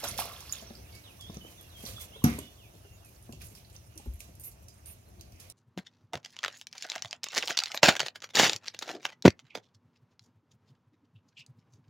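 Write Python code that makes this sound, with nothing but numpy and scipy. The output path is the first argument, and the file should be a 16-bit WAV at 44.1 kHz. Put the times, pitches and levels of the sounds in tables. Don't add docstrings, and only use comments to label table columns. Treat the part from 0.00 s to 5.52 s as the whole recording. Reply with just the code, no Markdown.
import sys
import numpy as np
from scipy import signal
from scipy.fft import rfft, irfft, next_fast_len
from scipy.io import wavfile
from scipy.ndimage import uniform_filter1d

SR = 44100
rng = np.random.default_rng(int(sys.argv[2]) if len(sys.argv) > 2 else 0)


def materialize(psi):
    bounded = np.clip(np.atleast_2d(psi).T, -1, 1)
    quanta = np.round(bounded * 32767).astype(np.int16)
    wavfile.write(sys.argv[1], SR, quanta)


def gain_from_db(level_db):
    decades = np.asarray(level_db, float) / 20
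    return 10 ** decades


N = 243617

# start in seconds, peak in dB, treble spray above that peak in dB.
PLUNGES = [
    (0.045, -43.5, 5),
    (0.192, -39, 10),
    (0.534, -54, 10),
]
# frequency in Hz, density in dB per Hz.
WATER_TONE = [(120, -13), (200, -0.5), (352, -5.5), (730, -13.5), (1430, -4.5), (1630, -8), (2550, -2.5),
              (5940, -4.5), (7000, -10), (9100, -54), (15400, -120)]
# frequency in Hz, density in dB per Hz.
SPRAY_TONE = [(6000, -47), (7200, -14), (9800, -7.5), (13000, -4), (16300, -13.5)]
# start in seconds, peak in dB, pitch in Hz, cycles to
BUBBLES = [(.034, -32, 580, 3.8, 1.5), (.043, -28, 830, 2.4, 0.67), (0.049, -35, 1436, 10.4, 1.06),
           (0.079, -31.5, 6000, 17, 0.93), (.183, -34, 3600, 13, 1.14), (0.1897, -24, 884, 3.9, 0.55),
           (0.2, -38, 2510, 34, 1.1), (0.218, -34, 1150, 9.1, 0.89), (0.221, -37.5, 2950, 15, 0.99),
           (.274, -40, 725, 4.8, 0.73), (0.297, -46, 1070, 16, 1.1), (0.316, -46, 1130, 8, 1.2),
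           (0.334, -51, 3720, 31, 1.1), (0.423, -48.5, 1023, 8.7, 1.23), (0.13, -44, 705, 9.4, 0.68),
           (0.534, -39.5, 4000, 20, 0.67), (1.19, -58.5, 1126, 19, 0.82), (1.98, -47.5, 1090, 7.4, 3),
           (2.219, -49.5, 1024, 12, 1.3), (4.205, -41, 2720, 7.8, 0.52),
           (.028, -44, 1000, 5, 1.1), (.092, -41, 2600, 10, 1), (.183, -38, 5800, 12, 1),
            (.205, -41, 1400, 6, 1), (.24, -44, 900, 6, 1.2), (.255, -43, 1100, 8, 1.1),
            (.283, -45, 1250, 6, 1.1), (.355, -50, 676, 6, .9), (.05, -43, 640, 6, 1),
            (.165, -47, 520, 8, 1), (.2, -42, 560, 6, 1), (.245, -48, 600, 5, 1), (.26, -45, 700, 5, 1),
            (.325, -51, 680, 9, 1), (.495, -51, 1100, 8, 1)]
# start in seconds, peak in dB, main ring in Hz, T60 in seconds.
STEPS = [(0.622, -52, 245, 0.11), (0.704, -41, 242, 0.066), (1.296, -34.5, 175, 0.039),
         (1.368, -34.5, 172, 0.046), (1.446, -43, 305, 0.044), (1.837, -30, 225, 0.022),
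         (2.158, -48, 399, 0.074), (2.383, -35.5, 242, 0.081), (2.751, -46.5, 113, 0.065),
         (2.848, -54.5, 349, 0.085), (3.29, -40, 224.6, 0.062), (3.33, -42.5, 170, 0.052),
         (3.963, -62, 330, 0.12), (3.996, -46, 289, 0.034), (4.288, -51, 193, 0.081),
         (4.62, -58, 164, 0.092), (4.057, -45.5, 233, 0.071), (3.515, -52, 117, 0.066),
         (3.713, -56, 111, .06), (5.481, -55, 177, 0.03)]
# ratio to the main ring, level in dB.
PLANK_MODES = [(1, 5.5), (1.5, 1.5), (2.3, -2), (3.6, -3), (5.2, -9), (7., -8)]
# start in seconds, peak in dB, ring in Hz,
# T60 in seconds.
FLOATS = [
    (.622, -42.5, 657, 0.084),
    (3.955, -47.5, 325, 0.19),
    (3.998, -47.5, 823, 0.037),
    (4.125, -36, 78, .16),
    (4.236, -33, 75, 0.14),
]
# frequency in Hz, level in dB, T60 in seconds.
KNOCK_MODES = [(68.6, -15, 0.33), (124, -5.5, 0.13), (158, 8, 0.063), (203.7, 10, 0.053), (236, -2.5, 0.25),
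               (251, -1, 0.12), (293.4, -12.5, 0.23), (325, -22, 0.28), (380, -37, 0.041), (516, -26, 0.2),
               (738, -21, 0.16), (1046, -36, 0.2)]
# frequency in Hz, density in dB per Hz.
RATTLE_TONE = [(350, 14.5), (600, -2), (1200, 1), (2400, -0.5), (3500, -15.5)]
# frequency in Hz, peak in dB, T60 in seconds, rise in seconds.
THUMP_MODES = [(59.7, -24, 0.13, 0.05), (52.4, -42, 0.35, 0.087), (109.3, -56.5, 0.36, 0.0054),
               (161, -48.5, 0.064, 0.011), (240, -48.5, 0.073, 0.0107), (390, -53.5, 0.032, 0.0026)]
# start in seconds, # length in
# seconds, peak in dB, dull part above that peak in dB, place of the peak from 0 to 1.
SCUFFS = [(0.878, 0.076, -66.5, 3.5, 0.9), (1.31, 0.11, -75.5, 15.5, 0.33), (1.457, 0.077, -60, -3.5, 0.9),
          (1.764, 0.25, -49.5, -5, 0.49), (1.993, 0.075, -46, -8, 0.34), (2.253, 0.22, -49, -2, 0),
          (3.043, 0.57, -67, -15, 0), (3.398, 0.051, -57.5, 0, 0.43), (3.433, 0.064, -52.5, -24, 0.26),
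          (3.492, 0.072, -61, -11, .4), (4.51, 0.041, -61, -19, 0.3), (3.82, 0.012, -75, -27, .4),
          (0.521, 0.025, -40.5, -29, 0.3), (3.553, 0.093, -61.5, -4, 0.15), (3.738, 0.036, -63, 1.5, 0.46),
          (3.978, 0.24, -67, -2, 0.13), (4.197, 0.15, -60, -4, 0), (4.386, 0.046, -59, -15, 0.6),
          (4.422, 0.1, -51.5, -17.5, 0.2), (4.62, 0.028, -61, -34, 0.3), (4.853, 0.17, -61, -5.5, 0),
          (5.391, 0.34, -63.5, -1.5, 0)]
# frequency in Hz, density in dB per Hz.
BRIGHT_TONE = [(3530, -27), (6000, -15), (8100, -10.5), (9760, -7.5), (10700, -11.5), (12000, -6.5),
               (16000, -7), (16300, -36), (16500, -67)]
# frequency in Hz, density in dB per Hz.
DULL_TONE = [(410, -2), (700, -3.5), (945, -14.5), (1050, -6.5), (1470, -12.5), (2290, -3), (6430, -10.5),
             (7610, -29.5), (12300, -24), (15800, -37)]
# start in seconds, length in seconds, peak in dB, centre in Hz, width in Hz.
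SQUEALS = [(2.275, .075, -52, 2150, 600), (3.88, .22, -73, 2700, 700), (4.395, .025, -55, 12500, 2500),
           (4.405, .02, -57, 9300, 1000), (4.43, .065, -47.5, 12100, 1100), (4.432, .06, -52, 14000, 1500),
           (4.43, .06, -54, 9900, 900), (4.43, .07, -70, 2400, 800), (4.853, .075, -56, 9500, 1300),
           (4.853, .095, -55, 12800, 3500), (4.86, .06, -67, 2500, 900), (5.3, .2, -72, 2400, 1000)]
# start in seconds, #
# peak in dB, centre in Hz, T60 in seconds.
CRACKS = [(0.0397, -20, 4120, 0.023), (0.0712, -35, 5940, 0.12), (0.1759, -28.5, 3770, 0.063),
          (0.4044, -36, 6350, 0.034), (0.5554, -53, 6350, 0.025), (0.9496, -43.5, 4900, 0.092),
          (1.209, -36, 6400, 0.029), (1.3433, -36.5, 6260, 0.018), (2.2415, -24, 6260, 0.065),
          (3.3237, -35.5, 7400, 0.02), (3.4165, -39, 2440, 0.052), (3.5497, -43, 5430, 0.076),
          (3.698, -50.5, 4080, 0.059), (3.9753, -35, 9800, 0.034), (4.2032, -34, 10000, 0.035),
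          (4.3519, -46.5, 11200, 0.034), (4.514, -50, 9000, 0.051), (4.6827, -41.5, 7060, 0.039),
          (5.2095, -33, 5950, 0.011), (5.3207, -49, 5700, 0.051), (5.399, -38, 10200, 0.059),
          (5.4988, -30, 9400, 0.017)]
# start in seconds, # peak
# in dB, ring in Hz, T60 in seconds.
PINGS = [(0.0834, -27, 10700, 0.078), (0.4942, -31.5, 5100, 0.02), (0.5835, -30, 5250, 0.0097),
         (0.6132, -30.5, 6250, 0.0085), (0.7521, -38.5, 5050, 0.018), (1.3685, -47, 5750, 0.016),
         (1.6101, -41, 12100, 0.03), (2.2394, -17.5, 12300, 0.025), (2.388, -23.5, 11200, 0.012),
         (3.0469, -41, 10200, 0.022), (3.058, -47, 11100, 0.023), (3.0888, -49, 11800, 0.036),
         (3.225, -46, 10100, 0.033), (3.647, -50, 4470, 0.036), (3.7627, -43, 6000, 0.033),
         (3.865, -52, 9900, 0.036), (4.0544, -46, 13000, 0.037), (4.1359, -43.5, 11800, 0.037),
         (4.1559, -48, 11700, 0.037), (4.192, -44, 10800, .03), (4.3968, -38, 13900, 0.036),
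         (4.435, -44, 12000, .03), (4.7775, -51.5, 9500, 0.044), (4.8583, -37, 10500, 0.023),
         (5.1935, -50.5, 4020, 0.046)]
# start in seconds, peak in dB, centre in Hz, T60 in seconds.
BEADS = [(.109, -36, 4500, 0.022), (.6993, -47, 3840, .02), (.925, -46, 4800, 0.026),
         (1.3, -49, 5260, 0.025), (1.3185, -49, 4730, 0.018), (1.6277, -42, 13000, .02),
         (1.8512, -34.5, 5900, 0.024), (1.8612, -34.5, 4200, 0.038), (2.3885, -34.5, 3020, 0.022),
         (2.635, -62, 11500, .015), (2.661, -57, 10700, 0.013), (2.7337, -60, 5000, .02),
         (2.7531, -65, 7500, 0.011), (2.77, -58, 6500, .015), (3.048, -62, 5500, .02),
         (3.147, -51, 6260, .015), (3.255, -54, 11700, .02), (3.3245, -43, 2880, 0.02),
         (3.467, -39.5, 10300, .03), (3.484, -43.5, 6900, 0.029), (3.7279, -48, 8400, 0.036),
         (3.7434, -51, 11000, .03), (3.8741, -55, 10000, .02), (3.9559, -50, 11000, .02),
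         (4.0632, -53, 11500, 0.018), (4.2782, -54, 7000, .03), (4.7411, -51, 8500, .02),
         (4.905, -52, 11500, .03), (5.3592, -57, 5800, .03), (5.472, -63, 3000, .03)]
# start in seconds, peak in dB, ring in Hz, T60 in seconds.
PLINKS = [(.1135, -40, 6100, .02), (.405, -47, 6100, .02), (.5247, -23.5, 6770, .012),
          (.5268, -29, 6900, .01), (.5282, -34, 11800, .008), (.5322, -34, 7000, .01),
          (.5557, -38, 6500, .007), (.5559, -41, 3900, .01), (.597, -48, 3100, .025), (.67, -54, 5750, .09),
          (1.3703, -41, 5900, .012), (2.2401, -21, 12300, .006), (2.2404, -24, 15000, .005),
          (2.2428, -21, 6200, .009), (2.389, -33, 8200, .012), (2.557, -62, 4500, .02),
          (2.7535, -49, 7500, .004), (3.163, -60, 4450, .02), (3.4125, -51, 2440, .05),
          (3.7635, -42, 5800, .01), (3.7665, -54, 4900, .015), (3.977, -44, 5800, .02),
          (4.6835, -49, 5820, .015), (5.2101, -45, 6090, .012)]
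# start in seconds, length in seconds, first pitch in Hz,
# last pitch in Hz, level in dB.
SLURS = [(1.03, .095, 4350, 2420, -58.5), (1.572, .045, 3620, 3330, -58), (1.62, .06, 2900, 2700, -68),
         (1.685, .08, 4450, 3250, -66), (2.115, .065, 2600, 3650, -56), (2.185, .055, 3600, 2750, -61),
         (2.15, .07, 4100, 3750, -69), (2.13, .08, 2750, 2700, -69), (.84, .035, 2850, 2300, -67),
         (2.565, .125, 3550, 2250, -65), (2.625, .07, 3100, 2550, -71), (2.832, .14, 2850, 2720, -71),
         (3.01, .09, 2900, 2400, -70), (2.95, .07, 3950, 3300, -75), (2.12, .06, 2100, 2220, -69.5)]
# start in seconds, length in seconds, middle pitch in Hz,
# ends above the middle as a share, level in dB.
BOWS = [(.925, .08, 2220, .02, -63), (1.19, .11, 3310, .15, -55), (1.4, .09, 2990, .11, -57),
        (1.745, .075, 3200, .03, -58), (1.957, .06, 3420, .02, -50.5), (2.02, .035, 3380, 0, -66),
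        (2.41, .125, 3480, 0, -64.5), (2.41, .08, 2960, 0, -60.5), (2.575, .11, 3520, -.03, -70),
        (2.48, .08, 4300, 0, -77), (2.74, .05, 4280, 0, -78), (.815, .03, 2150, 0, -73),
        (.87, .03, 3550, 0, -69), (4.685, .04, 4950, 0, -71), (5.055, .045, 4170, 0, -76),
        (2.92, .07, 6750, 0, -73)]
# frequency in Hz, density in dB per Hz.
AIR_TONE = [(120, -26), (200, -6.5), (354, -7.5), (542, -8.5), (594, -7), (715, -10.5), (2050, -17.5),
            (2800, -13.5), (3310, -16), (4210, -18.5), (4530, -20.5), (5980, -17.5), (7320, -23.5),
            (10800, -18.5), (16500, -15)]
# frequency in Hz, density in dB per Hz.
RUMBLE_TONE = [(15, -97), (25, -71), (51, -2), (86, -3.5), (108, -4.5), (135, -15), (214, -17),
               (249, -28.5), (349, -22.5), (487, -34.5), (700, -23.5), (910, -52), (1540, -120)]
# time in seconds, swell in dB.
SWAYS = [(0.14, 10.5), (0.93, 4), (1.35, 6), (1.89, 7.5), (2.34, 6.5), (4.7, 0.5), (5.3, 3.8), (3.4, 4),
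         (0.6, 3.5)]
# frequency in Hz, gain in dB.
SHELTER = [(1500, 1), (2600, 1.5), (3400, -5.5), (4500, -3.5), (6300, 1), (16000, -3.5)]
# frequency in Hz, likeness from 0 to 1.
PORT_LIKENESS = [(60, 0.98), (300, 1), (700, 0.03), (1500, 0.37), (4000, 0.024), (15000, 0.037)]
# frequency in Hz, T60 in seconds.
BANK_T60 = [(100, 0.54), (1000, 0.42), (4000, 0.57), (15000, 0.076)]
# frequency in Hz, left minus right in dB.
PORT_TILT = [(60, 1.5), (120, 1), (240, 0.5), (480, 0.5), (950, 2.5), (1890, -3.5), (3770, -6),
             (7520, -7.5), (15000, -5.5)]
# frequency in Hz, gain in dB.
HOUSING = [(1200, 1), (2500, 0), (4000, 2), (6300, 3), (7900, 0), (11500, 2), (15500, -5)]

EARLY_S = 0.000429
CHURN_DB, CHURN_SAG_DB_PER_S, CHURN_SPRAY_DB = -50.5, 13, 7.5
CHURN_END_S, CHURN_FADE_S = 0.64, 0.39
PLUNGE_RISE_S, PLUNGE_T60_S, SPRAY_T60_S = 0.023, 0.22, 0.19
STEP_RISE_S, FLOAT_RISE_CYCLES = 0.004, 2.9
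KNOCK_S, KNOCK_DB, KNOCK_RISE_S, THUMP_S = 2.2414, -5, 0.0062, 4.0642
STROKE_START_DB, STROKE_END_DB, GRIP_S = -11, -17, 0.004
RUSTLE_SHARED = 0.097
SONG_DB, SLUR_FADE_DB, BOW_FADE_DB = 1.5, -5, -4
SETTLE, BOW_DIP = 1.6, 0.42
RETREAT_S = 2.1, 2.8, 4.7
AIR_DB = -59, -63, -65
RUMBLE_CALM_DB, SWAY_S = -62, 0.12


def evened(x):
    return x / np.sqrt(np.mean(x ** 2) + 1e-20)


def read(points, hz):
    f, value = np.transpose(points)
    return np.interp(np.log(hz + 1), np.log(f + 1), value)


def along_time():
    return np.arange(N) / SR


def add(mix, s, sound):
    part = mix[round(s * SR):][:len(sound)]
    part += sound[:len(part)]


def colour(x, points):
    size = next_fast_len(len(x))
    hz = np.fft.rfftfreq(size, 1 / SR)
    inside = (hz > points[0][0]) & (hz < points[-1][0])
    shaped = rfft(x, size) * gain_from_db(read(points, hz)) * inside
    return evened(irfft(shaped, size)[:len(x)])


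def grit(per_s, spread_db, smooth):
    size = gain_from_db(spread_db * np.minimum(rng.exponential(1, N), 4)) * rng.standard_normal(N)
    clicks = size * (rng.random(N) < per_s / SR)
    return evened(clicks) + smooth * rng.standard_normal(N)


def ring(hz, t60, rise_s, glide=0.93):
    t = np.arange(round(1.8 * t60 * SR) + 64) / SR
    turns = np.cumsum(hz * glide ** np.minimum(t / t60, 1)) / SR
    rise = np.sin(np.pi / 2 * np.minimum(t / rise_s, 1)) ** 2
    return rise * gain_from_db(-60 * t / t60) * np.sin(2 * np.pi * turns)


def resonance(noise, hz, q):
    peak = signal.iirpeak(hz, q, SR)
    return evened(signal.lfilter(*peak, signal.lfilter(*peak, noise)))


def churning():
    t = along_time()
    fade = np.clip(1 - (t - CHURN_END_S) / CHURN_FADE_S, 0, 1) ** 2
    body = gain_from_db(CHURN_DB - CHURN_SAG_DB_PER_S * t) * fade
    spray = body * gain_from_db(CHURN_SPRAY_DB) * (t < CHURN_END_S)
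    for s, db, spray_db in PLUNGES:
        rise = np.clip(1 + (t - s) / PLUNGE_RISE_S, 0, 1) ** 2
        since = np.maximum(t - s, 0)
        body = body + rise * gain_from_db(db - 60 * since / PLUNGE_T60_S)
        spray = spray + rise * gain_from_db(db + spray_db - 60 * since / SPRAY_T60_S)
    return body, spray


def splash():
    body, spray = churning()
    swarm = 0.6 * grit(per_s=3000, spread_db=2, smooth=1.5)
    for hz in np.geomspace(500, 6500, num=12):
        births = grit(per_s=hz * 0.12, spread_db=3, smooth=0)
        bubble = ring(hz, 20 / hz, 3 / hz, glide=1.2)
        swarm += 0.3 * evened(signal.oaconvolve(births, bubble)[:N])
    out = colour(swarm, WATER_TONE) * body * gain_from_db(-0.5)
    mist = grit(per_s=7200, spread_db=7, smooth=0.68)
    out += colour(mist, SPRAY_TONE) * spray * gain_from_db(-7.5)
    for s, db, hz, cycles, glide in BUBBLES:
        add(out, s, gain_from_db(db + 7) * ring(hz, 3 * cycles / hz, 0.35 * cycles / hz, glide))
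    return out


def planks():
    out = np.zeros(N)
    for s, db, hz, t60 in STEPS:
        for ratio, mode_db in PLANK_MODES:
            mode_hz = hz * ratio * rng.uniform(0.824, 1.17)
            add(out, s, gain_from_db(db + mode_db - 1.5) * ring(mode_hz, t60 / ratio ** 0.34, STEP_RISE_S))
    for s, db, hz, t60 in FLOATS:
        add(out, s, gain_from_db(db) * ring(hz, t60, FLOAT_RISE_CYCLES / hz))
    for hz, db, t60 in KNOCK_MODES:
        add(out, KNOCK_S, gain_from_db(KNOCK_DB + db - 9.5) * ring(hz, t60, KNOCK_RISE_S))
    t = np.arange(8000) / SR
    rattle = colour(rng.standard_normal(len(t)), RATTLE_TONE)
    add(out, KNOCK_S - 0.002, rattle * gain_from_db(KNOCK_DB - 27 - 60 * t / 0.31))
    for hz, db, t60, rise_s in THUMP_MODES:
        add(out, THUMP_S, -gain_from_db(db + 12) * ring(hz, t60, rise_s))
    return out


def strokes():
    press = np.zeros((2, N))
    for s, length, db, dull_db, place in SCUFFS:
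        t = np.arange(round(length * SR)) / SR
        marks = length * np.array([0, np.clip(place, 0.02, 0.98), 1])
        press_db = db + np.interp(t, marks, [STROKE_START_DB, 0, STROKE_END_DB])
        grip = np.clip(np.minimum(t, length - t) / GRIP_S, 0, 1)
        on = grip * gain_from_db(press_db)
        add(press[0], s, on)
        add(press[1], s, on * gain_from_db(dull_db))
    return press


def scuffs(press):
    bright = colour(grit(per_s=19000, spread_db=9.5, smooth=0.78), BRIGHT_TONE)
    dull = colour(grit(per_s=3000, spread_db=3.5, smooth=0.7), DULL_TONE)
    return press[0] * bright + press[1] * dull


def squeals():
    out = np.zeros(N)
    for s, length, db, hz, width in SQUEALS:
        band = resonance(rng.standard_normal(round(length * SR)), hz, hz / width)
        add(out, s, gain_from_db(db) * band * signal.windows.tukey(len(band), 0.45))
    return out


def ticks(rows, share):
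    t, out = np.arange(6000) / SR, np.zeros(N)
    rise = np.minimum(t / 0.0004, 1)
    for s, db, hz, t60 in rows:
        noise = rng.standard_normal(len(t))
        band = resonance(noise, hz, 3.5)
        broad = evened(signal.lfilter(*signal.butter(2, 0.5 * hz, "high", fs=SR), noise))
        crack = (1 - share) * broad + share * band
        fall = 0.78 * gain_from_db(-300 * t / t60) + 0.68 * gain_from_db(-60 * t / t60)
        fall += 0.047 * gain_from_db(-15 * t / t60)
        add(out, s + 0.001013, 0.53 * crack * gain_from_db(db) * fall * rise)
    return out


def plinks():
    out = np.zeros(N)
    for s, db, hz, t60 in PLINKS:
        add(out, s, gain_from_db(db + 3) * ring(hz, t60, 0.0005, glide=1.01))
    return out


def drips():
    beads = colour(grit(per_s=92, spread_db=-34, smooth=0), SPRAY_TONE)
    t = np.arange(400) / SR
    burst = rng.standard_normal(len(t)) * gain_from_db(-60 * t / 0.0039)
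    return gain_from_db(-83) * evened(signal.oaconvolve(beads, burst)[:N])


def whistle(hz, db):
    flutter, twinkle = uniform_filter1d(rng.standard_normal((2, len(hz))), size=250, axis=1)
    pitch = hz * (1 + 0.009 * evened(flutter))
    tone = np.sin(2 * np.pi * np.cumsum(pitch) / SR) * signal.windows.tukey(len(hz), 0.3)
    return gain_from_db(SONG_DB + db + 1.8 * evened(twinkle)) * tone


def birds():
    out = np.zeros(N)
    for s, length, first_hz, last_hz, db in SLURS:
        u = np.linspace(0, 1, round(length * SR))
        pitch = last_hz + (first_hz - last_hz) * (1 - u) ** SETTLE
        add(out, s, whistle(pitch, db + SLUR_FADE_DB * (2 * u - 1) ** 2))
    for s, length, hz, bend, db in BOWS:
        u = np.linspace(0, 1, round(length * SR))
        pitch = hz * (1 + bend * ((u - BOW_DIP) / (1 - BOW_DIP)) ** 2)
        add(out, s, whistle(pitch, db + BOW_FADE_DB * (u - 0.5)))
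    return out


def field(points, patchy_db, size):
    hop = size // 4
    frames, hz = N // hop + 5, np.fft.rfftfreq(size, 1 / SR)
    a, b, c, d, patches = rng.standard_normal((frames, len(hz), 5)).T
    patches = uniform_filter1d(patches, size=9, axis=0)
    patches = evened(uniform_filter1d(patches, size=12, axis=1))
    same = np.clip(read(PORT_LIKENESS, hz), 0, 1)[:, None]
    early = np.exp(2j * np.pi * hz * EARLY_S)[:, None]
    right = a + 1j * b
    left = same * early * right + np.sqrt(1 - same ** 2) * (c + 1j * d)
    z = np.array([left, right]) * gain_from_db(read(points, hz)[:, None] + patchy_db * patches)
    retreat = np.interp(np.arange(frames) * hop / SR, RETREAT_S[1:], [0.3, 1])
    z *= gain_from_db(read(SHELTER, hz)[:, None] * retreat)
    return evened(signal.istft(z, nperseg=size, noverlap=size - hop)[1][:, :N])


def background():
    t = along_time()
    air_db = np.interp(t, RETREAT_S, AIR_DB)
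    rumble_db = RUMBLE_CALM_DB + sum(db * np.exp(-((t - s) / SWAY_S) ** 2) for s, db in SWAYS)
    air = gain_from_db(air_db + 2) * field(AIR_TONE, patchy_db=1.8, size=512)
    return air + gain_from_db(rumble_db + 6) * field(RUMBLE_TONE, patchy_db=1.5, size=2048)


def ports(x, early_s):
    size = next_fast_len(N)
    early = np.exp(2j * np.pi * np.fft.rfftfreq(size, 1 / SR) * early_s)
    return np.array([irfft(rfft(x, size) * early, size)[:N], x])


def scatter(x, stretch):
    taps = np.zeros((2, SR // 2))
    at = np.arange(100, 22000, 20) + rng.integers(0, 20, (2, 1095))
    np.put_along_axis(taps, at, rng.choice([-1., 1.], at.shape), 1)
    hz, t, z = signal.stft(taps, SR, nperseg=256)
    t60 = stretch * read(BANK_T60, hz)[:, None]
    tail = signal.istft(z * gain_from_db(-60 * t / t60), SR, nperseg=256)[1]
    tail += signal.lfilter(*signal.butter(2, 1600, fs=SR), tail[::-1])
    return signal.fftconvolve(x[None], tail / np.linalg.norm(tail[0]), axes=1)[:, :N]


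def scene():
    water, low, far, press = splash(), planks(), birds(), strokes()
    drag, aside = scuffs(press), scuffs(press)
    snaps = drips() + squeals()
    snaps += ticks(CRACKS, share=0.17) + ticks(PINGS, share=0.6) + ticks(BEADS, share=0.85)
    rings = plinks()
    near = ports(RUSTLE_SHARED * drag + snaps + rings, EARLY_S)
    near += np.sqrt(1 - RUSTLE_SHARED ** 2) * np.array([aside, drag])
    direct = near + ports(water, 0.00005) + ports(far, EARLY_S) + ports(low, 0.00028)
    sent = water + drag + 1.88 * snaps + 0.35 * rings + 0.63 * low + 1.33 * far
    wet = gain_from_db(-9.5) * scatter(sent, stretch=0.63)
    close = gain_from_db(-9) * far + gain_from_db(-3.5) * drag + gain_from_db(-10) * snaps + gain_from_db(-17) * rings
    return direct + wet + scatter(close, stretch=0.28) + background()


def top_cut(x):
    return signal.sosfilt(signal.butter(12, 16940, fs=SR, output="sos"), x)


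def record(dry):
    size = next_fast_len(N)
    hz = np.fft.rfftfreq(size, 1 / SR)
    half_db = read(PORT_TILT, hz) / 2
    low_cut = 1 / (1 + (39 / (hz + 1)) ** 4)
    high_cut = np.clip((16000 - hz) / 200, 0.0002, 1)
    port_gain = gain_from_db(read(HOUSING, hz) + [half_db, -half_db])
    shaded = irfft(rfft(dry, size) * low_cut * high_cut * port_gain, size)[:, :N]
    return top_cut(shaded)


dry = scene()
out = record(dry)
materialize(out)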